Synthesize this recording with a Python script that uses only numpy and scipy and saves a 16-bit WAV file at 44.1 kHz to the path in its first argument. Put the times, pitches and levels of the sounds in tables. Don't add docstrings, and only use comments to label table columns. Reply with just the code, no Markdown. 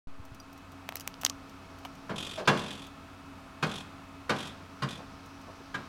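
import sys
import numpy as np
from scipy import signal
from scipy.fft import rfft, irfft
from scipy.io import wavfile
from scipy.ndimage import uniform_filter1d

SR = 44100
rng = np.random.default_rng(int(sys.argv[2]) if len(sys.argv) > 2 else 0)


def pcm_store(signal):
    levels = np.round(np.clip(np.atleast_2d(signal), -1, 1) * 32767)
    wavfile.write(sys.argv[1], SR, levels.astype(np.int16).T)


N = 259308

# start_s, level_db, boom_db, body_db, clang_db, crack_db, boom_hz, push_s, spot_hz, spot_db
HOOF_BLOWS = [(2.093, -33, 2, 0, -4.5, -7, 189, 0.023, 657, -10),
              (2.375, -35, -7.5, 4.5, -8, 0.5, 188.5, 0.033, 640, -0.5),
              (2.474, -17, -5, 0, -3.5, 0, 142.6, 0.015, 1597, -10),
              (3.6257, -27, 0.5, -0.5, -1, 2.5, 150.6, 0.013, 2493, -7),
              (4.2938, -25.5, -1, 1.5, -1, 3.5, 208, 0.012, 491, -4),
              (4.821, -31.5, 3.5, -4.5, -2.5, 2, 140.3, 0.018, 1064, -2),
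              (5.742, -36.5, 0, -3, 2, 3, 178, 0.014, 1627, 3)]
def hooves():
    out = np.zeros(N)
    for start_s, level_db, *tone_db, boom_hz, push_s, spot_hz, spot_db in HOOF_BLOWS:
        add(out, start_s, amp(level_db) * hoof(tone_db, boom_hz, push_s, spot_hz, spot_db))
    return out


TONE_BANDS = [160, 520, 1500, 4500]
# pitch_hz, level_db
PANEL_SPECTRUM = [(41, -49), (70, -19), (138, -1), (307, -10.5), (360, -8), (620, -10), (679, -12.5),
                  (1000, -8.5), (1650, -9.5), (1810, -14), (3040, -20), (4090, -21.5), (9700, -41),
                  (10900, -43.5), (16000, -59)]
# pitch_hz, rise_s, early_t60_s, late_db, late_t60_s
PANEL_FADES = [(149, 0.008, 0.39, -6.5, 0.91), (460, 0.0097, 0.27, -8.5, 0.74),
               (1450, 0.00099, 0.14, -7, 0.62), (3540, 0.0021, 0.1, -13, 1),
               (10000, 0.00091, 0.085, -11.5, 0.73)]
# pitch_hz, level_db, t60_s
BED_MODES = [(143, -9, 0.73), (196.3, 1.5, 0.82), (230.7, 2.5, 0.51), (321, -11, 0.56), (364, -4.5, 0.4),
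             (449.3, 0, 0.21), (465, -23, 0.18), (598.5, 0.5, 0.27), (673, -13, 0.44), (771, -2.5, 0.48),
             (834, -6, 0.45), (906, -24, 0.31), (1010, 0.5, 0.42), (1100, -3, 0.46), (1208.4, 3, 0.2),
             (1207, 0, 0.19), (1406, -8, 0.13), (1570, 0.5, 0.18), (1670, -4.5, 0.22), (1630, -25, 0.21),
             (3060, -8, 0.1), (3130, -5, 0.14)]
def hoof(tone_db, boom_hz, push_s, spot_hz, spot_db,
         modes_db=-14, boom_db=-2, boom_t60_s=0.17, spot_t60_s=0.11, size=40000):
    t, hz = np.arange(size) / SR, bins(size)
    tone = list(zip(TONE_BANDS, tone_db))
    panel_gain = amp(curve(PANEL_SPECTRUM, hz)) * hz / np.hypot(hz, 150)
    panels = unit_rms(filtered(panel_noise(size), panel_gain))
    centres, out = [row[0] for row in PANEL_FADES], np.zeros(size)
    for band, (centre, rise_s, early_t60, late_db, late_t60) in zip(np.eye(len(centres)), PANEL_FADES):
        share = curve(list(zip(centres, band)), hz) * amp(curve(tone, hz))
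        fading_s = np.maximum(t - push_s * (900 / centre) ** 0.095, 0)
        fade = np.hypot(amp(-60 * fading_s / early_t60), amp(late_db - 60 * t / late_t60))
        out += filtered(panels, share) * (1 - np.exp(-t / rise_s)) * fade
    released_s = np.maximum(t - push_s, 0)
    for (pitch_hz, mode_db, t60), phase in zip(BED_MODES, rng.random(len(BED_MODES))):
        level = amp(modes_db + mode_db + curve(tone, pitch_hz) - 60 * released_s / t60)
        swell = 1 - np.exp(-t * pitch_hz / 1.4)
        out += level * swell * np.sin(2 * np.pi * (pitch_hz * t + phase))
    spot = amp(spot_db - 60 * released_s / spot_t60_s) * (1 - np.exp(-t / 0.0014))
    boom = amp(boom_db + tone_db[0] - 60 * released_s / boom_t60_s) * (1 - np.exp(-t / 0.0084)) ** 2
    return out + spot * np.sin(2 * np.pi * spot_hz * t) + boom * np.sin(2 * np.pi * boom_hz * t)


def panel_noise(size):
    even = raw = rng.standard_normal(size)
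    for _ in range(2):
        spectra = signal.stft(even, nperseg=1024)[2]
        even = signal.istft(spectra / (abs(spectra) + 1e-12), nperseg=1024)[1][:size]
    hz = bins(size)
    treble = hz ** 4 / (hz ** 4 + 1200. ** 4)
    ripple_db = 2.5 * unit_rms(uniform_filter1d(rng.standard_normal(len(hz)), size=90))
    return unit_rms(filtered(unit_rms(even), 1 - treble) + filtered(raw, treble * amp(ripple_db)))


# start_s, length_s, level_db, knocks_per_s, loudest_after_s
CHATTER_RUNS = [(2.16, 0.21, -35, 46, 0.073), (2.568, 0.32, -38, 43.8, 0.038),
                (3.668, 0.17, -37, 43.7, 0.064), (4.363, 0.162, -36, 45.6, 0.021),
                (4.886, 0.11, -39.5, 46, 0.0045)]
def fitting_knocks(fade_db=17.5, scatter_db=1.9, jitter_s=.0016):
    rows = []
    for start_s, length_s, level_db, rate, loudest_s in CHATTER_RUNS:
        after_s = np.arange(max(round(length_s * rate), 1)) / rate
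        timing, strength = rng.standard_normal((32, 2))[:len(after_s)].T
        knock_db = level_db - fade_db * ((after_s - loudest_s) / length_s) ** 2 + scatter_db * strength
        rows += zip(start_s + after_s + jitter_s * timing, knock_db)
    return rows


# pitch_hz, level_db
FITTING_SPECTRUM = [(400, -0.5), (1500, -3.5), (2800, -7), (3400, 1.5), (3850, -5.5), (4300, -11.5),
                    (6000, -12.5), (8000, -15), (11300, -19), (12000, -25), (16000, -32)]
def loose_fitting(level_db=-6, contact_s=.007, clink_t60_s=.04, tail_db=-7, tail_t60_s=.28,
                  squeak_db=-2, squeak_hz=3350, rise_hz=500, squeak_s=0.0091, size=6000, count=60):
    out, t = np.zeros(N), np.arange(size) / SR
    mode_hz = (np.linspace(2400, 11600, count) + rng.uniform(-77, 61, count))[:, None]
    modes = amp(curve(FITTING_SPECTRUM, mode_hz)) * np.exp(2j * np.pi * mode_hz * t)
    modes *= (squeak_hz / mode_hz) ** .5
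    clink_fade = amp(-60 * np.maximum(t - contact_s, 0) / clink_t60_s)
    squeak_swell = np.sqrt(np.sin(np.pi * np.minimum(t / squeak_s, 1)) + 1e-9)
    for start_s, knock_db in fitting_knocks():
        clink = noise(size, amp(curve(FITTING_SPECTRUM, bins(size))))
        phases = np.exp(2j * np.pi * rng.random(count))
        ring = unit_rms((phases @ modes).real + .5 * clink)
        pitch_hz = squeak_hz * rng.uniform(.96, 1.04)
        glide_hz = rise_hz * rng.random() * np.minimum(2 * t / squeak_s, 1)
        squeak = np.sin(2 * np.pi * np.cumsum(pitch_hz + glide_hz) / SR) * squeak_swell
        knock = unit_rms(clink + ring) * clink_fade + amp(squeak_db) * squeak
        knock += ring * amp(tail_db - 60 * t / tail_t60_s)
        add(out, start_s, amp(knock_db + level_db) * knock * (1 - np.exp(-t / 0.00028)))
    return out


# start_s, level_db, pitch_hz, spread_octaves, ring_s, knock_db
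CLICKS_AND_STEP = [(0.8906, -20, 2300, 1.6, 0.0022, -1), (.9237, -31.5, 1740, 1.8, 0.0014, 5),
                   (.9568, -17, 9000, 1.9, 0.0012, -21.5), (.999, -26.5, 5900, 1.3, 0.0009, -19),
                   (1.0766, -13, 4500, 1.23, 0.0008, -13.5), (1.1416, -31, 3930, 0.34, 0.00088, -33),
                   (1.2346, -23, 990, 2.5, 0.0011, -1), (1.2502, -4, 5830, 0.52, 0.00058, -14),
                   (1.2641, -14, 3900, 0.79, 0.0023, -11.5), (1.2985, -15.5, 5250, 0.47, 0.0019, -18.5),
                   (1.299, -39.5, 1176, 0.045, .008, -30), (1.851, -30, 1700, 1.3, .009, -12),
                   (2.869, -42, 7800, 0.53, .0043, -30)]
# pitch_hz, width_hz, lift_db
BUCKLE_PEAKS = [(2850, 550, 12), (5850, 1060, 8), (13800, 1900, 11)]
def tack_and_gravel_step(ring_db=-13, tail_db=-44, tail_s=0.027, knock_hz=950, size=4096):
    out, t, hz = np.zeros(N), np.arange(size) / SR, bins(size)
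    buckle_db = sum(db / (1 + ((hz - pitch) / width) ** 2) for pitch, width, db in BUCKLE_PEAKS)
    knock_peak_db = -16 * np.log10(1 + np.log2((hz + 30) / knock_hz) ** 2)
    knock = pulse(knock_peak_db - 40 * np.log10(1 + (hz / 5000) ** 2))
    for start_s, level_db, pitch_hz, spread, ring_s, knock_db in CLICKS_AND_STEP + strap_ticks():
        octaves = np.log2((hz + 30) / pitch_hz)
        distance = (octaves / spread) ** 2
        snap = pulse(buckle_db - 14 * np.log10(1 + distance) - 1.13 * np.minimum(distance, 12))
        snap += amp(knock_db) * np.roll(knock, 8)
        grit = unit_rms(signal.fftconvolve(rng.standard_normal(2 * size), snap, "valid")[:size])
        fade = amp(ring_db) * np.exp(-t / ring_s) + amp(tail_db) * np.exp(-t / tail_s)
        add(out, start_s, amp(level_db) * (snap + grit * fade))
        slip = amp(level_db - 12.5) * grit * np.exp(-t / 0.00073)
        add(out, start_s - size / SR, slip[::-1])
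    return out


# start_s, end_s, ticks_per_s, level_db
STRAP_MOVES = [(0.152, 0.854, 7.5, -43.5), (0.952, .972, 70, -31), (1.002, 1.017, 70, -29),
               (1.198, 1.25, 55, -33), (1.45, 2.1, 4.5, -44), (5.201, 5.55, 5.5, -45)]
def strap_ticks(pitch_hz=6000, spread_octaves=0.88, ring_s=.0063, knock_db=-25,
                scatter_db=2, scatter_octaves=0.35):
    rows = []
    for start_s, end_s, rate, level_db in STRAP_MOVES:
        count = max(round((end_s - start_s) * rate), 1)
        for k, (timing, strength, brightness) in enumerate(rng.uniform(-1, 1, (16, 3))[:count]):
            tick_s = start_s + (end_s - start_s) * (k + .5 + .5 * timing) / count
            tick_db = level_db + scatter_db * strength
            tick_hz = pitch_hz * 2 ** (scatter_octaves * brightness)
            rows.append((tick_s, tick_db, tick_hz, spread_octaves, ring_s, knock_db))
    return rows


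# pitch_hz, level_db, t60_s
RING_MODES = [(4830, -1.5, .043), (5770, -0.5, .025), (10600, -15, .03), (13770, -14, .03)]
def jingle(start_s=.401, level_db=-43):
    out, t = np.zeros(N), np.arange(SR) / SR
    for pitch_hz, mode_db, t60 in RING_MODES:
        add(out, start_s, amp(level_db + mode_db - 60 * t / t60) * np.sin(2 * np.pi * pitch_hz * t))
    return out


# start_s, level_db, pitch_hz, spread_octaves, length_s
RUBS = [(1.701, -54, 500, 1.1, 0.036), (1.848, -38.5, 920, 0.54, 0.014), (2.452, -46.5, 3400, .44, 0.021),
        (4.972, -48.5, 590, .7, 0.077), (5.465, -48.5, 630, 0.69, 0.052), (5.579, -52, 450, 1.1, .06)]
def scuffs():
    out = np.zeros(N)
    for start_s, level_db, pitch_hz, spread, length_s in RUBS:
        size = round(length_s * SR)
        octaves = np.log2((bins(size) + 1) / pitch_hz)
        rub = noise(size, np.exp(-.5 * (octaves / spread) ** 2))
        add(out, start_s, amp(level_db) * rub * np.sin(np.pi * np.arange(size) / size))
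    return out


# start_s, level_db, pitch_hz, fade_s
AIR_PUSHES = [(0.197, -33, 86.5, 0.0092), (0.318, -36.5, 110, 0.0076)]
def air_bumps():
    out, t = np.zeros(N), np.arange(SR) / SR
    for start_s, level_db, pitch_hz, fade_s in AIR_PUSHES:
        add(out, start_s, amp(level_db) * np.exp(-t / fade_s) * np.sin(2 * np.pi * pitch_hz * t))
    return out


# pitch_hz, level_db
MACHINE_TONES = [(91.5, -58.5), (274.5, -54.5), (656.8, -64), (1071, -65.5), (1238, -66.5), (1314, -64.5),
                 (1378, -96), (1755, -73), (2202, -74), (2299, -76), (2568, -68.5)]
# pitch_hz, level_db
AIR_SPECTRUM = [(12, -64), (20, -9), (96, -5), (120, -12.5), (154, -5), (241, -8.5), (277, -1), (301, -12),
                (607, -16.5), (660, -14), (897, -12), (1330, -15), (1860, -22), (2600, -24.5),
                (16000, -49.5)]
def machine_and_air(hum_db=-0.77, waver=0.002, rush_hz=1300, rush_db=-11, air_db=-51.06, treble_db=4,
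                    fade_in_db=-6, fade_in_s=0.46):
    t, hz = np.arange(N) / SR, bins(N)
    air = noise(N, amp(curve(AIR_SPECTRUM, hz)))
    treble = filtered(air, hz ** 4 / (hz ** 4 + 2370.0 ** 4))
    rush = noise(N, np.exp(-((hz - rush_hz) / 230) ** 2))
    air += treble * (amp(treble_db) - 1) + amp(rush_db) * rush
    machine_s = np.cumsum(1 + waver * wander(3.56)) / SR
    hum = np.zeros(N)
    for pitch_hz, level_db in MACHINE_TONES:
        level = amp(level_db + wander(3.2)) * np.sqrt(2)
        hum += level * np.sin(2 * np.pi * (pitch_hz * machine_s + rng.random()))
    return (amp(air_db) * air + amp(hum_db) * hum) * amp(fade_in_db * np.exp(-t / fade_in_s))


# time_s, level_db
HISS_LEVELS = [(.1, -81), (2.0, -68), (3.5, -89), (4.7, -69), (5.2, -66.5), (5.87, -65)]
def hiss(pitch_hz=5000, width_hz=1450):
    band = noise(N, np.exp(-((bins(N) - pitch_hz) / width_hz) ** 4))
    return band * amp(np.interp(np.arange(N) / SR, *np.transpose(HISS_LEVELS)))


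def amp(db):
    return 10 ** (np.asarray(db) / 20)


def unit_rms(x):
    return x / np.sqrt(np.mean(x ** 2) + 1e-20)


def curve(points, hz):
    pitch_hz, value = np.transpose(points)
    return np.interp(np.log(hz + 1), np.log(pitch_hz + 1), value)


def add(mix, start_s, sound):
    part = mix[max(round(start_s * SR), 0):][:len(sound)]
    part += sound[:len(part)]


def bins(size):
    return np.fft.rfftfreq(size, 1 / SR)


def filtered(x, gain):
    return irfft(rfft(x) * gain, len(x))


def noise(size, gain):
    return unit_rms(filtered(rng.standard_normal(size), gain))


def wander(rate_hz):
    return noise(N, np.exp(-(bins(N) / rate_hz) ** 2))


def pulse(spectrum_db):
    log_gain = np.log(amp(np.maximum(spectrum_db, spectrum_db.max() - 90)))
    mirrored = np.r_[log_gain, log_gain[-2:0:-1]]
    click = np.fft.ifft(np.exp(np.conj(signal.hilbert(mirrored)))).real
    return click / abs(click).max()


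def scene():
    mix = hooves() + machine_and_air() + hiss() + air_bumps() + scuffs() + jingle()
    return (mix + loose_fitting() + tack_and_gravel_step())[None]


def record(dry, start_s=.0715, thump_db=-35, settle_s=0.12, cutoff_hz=16500):
    since_s = np.arange(N) / SR - start_s
    switch_on = np.clip(since_s / .001, 0, 1)
    thump = amp(thump_db) * np.exp(-np.maximum(since_s, 0) / settle_s)
    lowpass = signal.firwin(401, cutoff_hz, window=("kaiser", 9), fs=SR)
    return signal.oaconvolve((dry - thump) * switch_on, lowpass[None], "same")


dry = scene()
out = record(dry)
pcm_store(out)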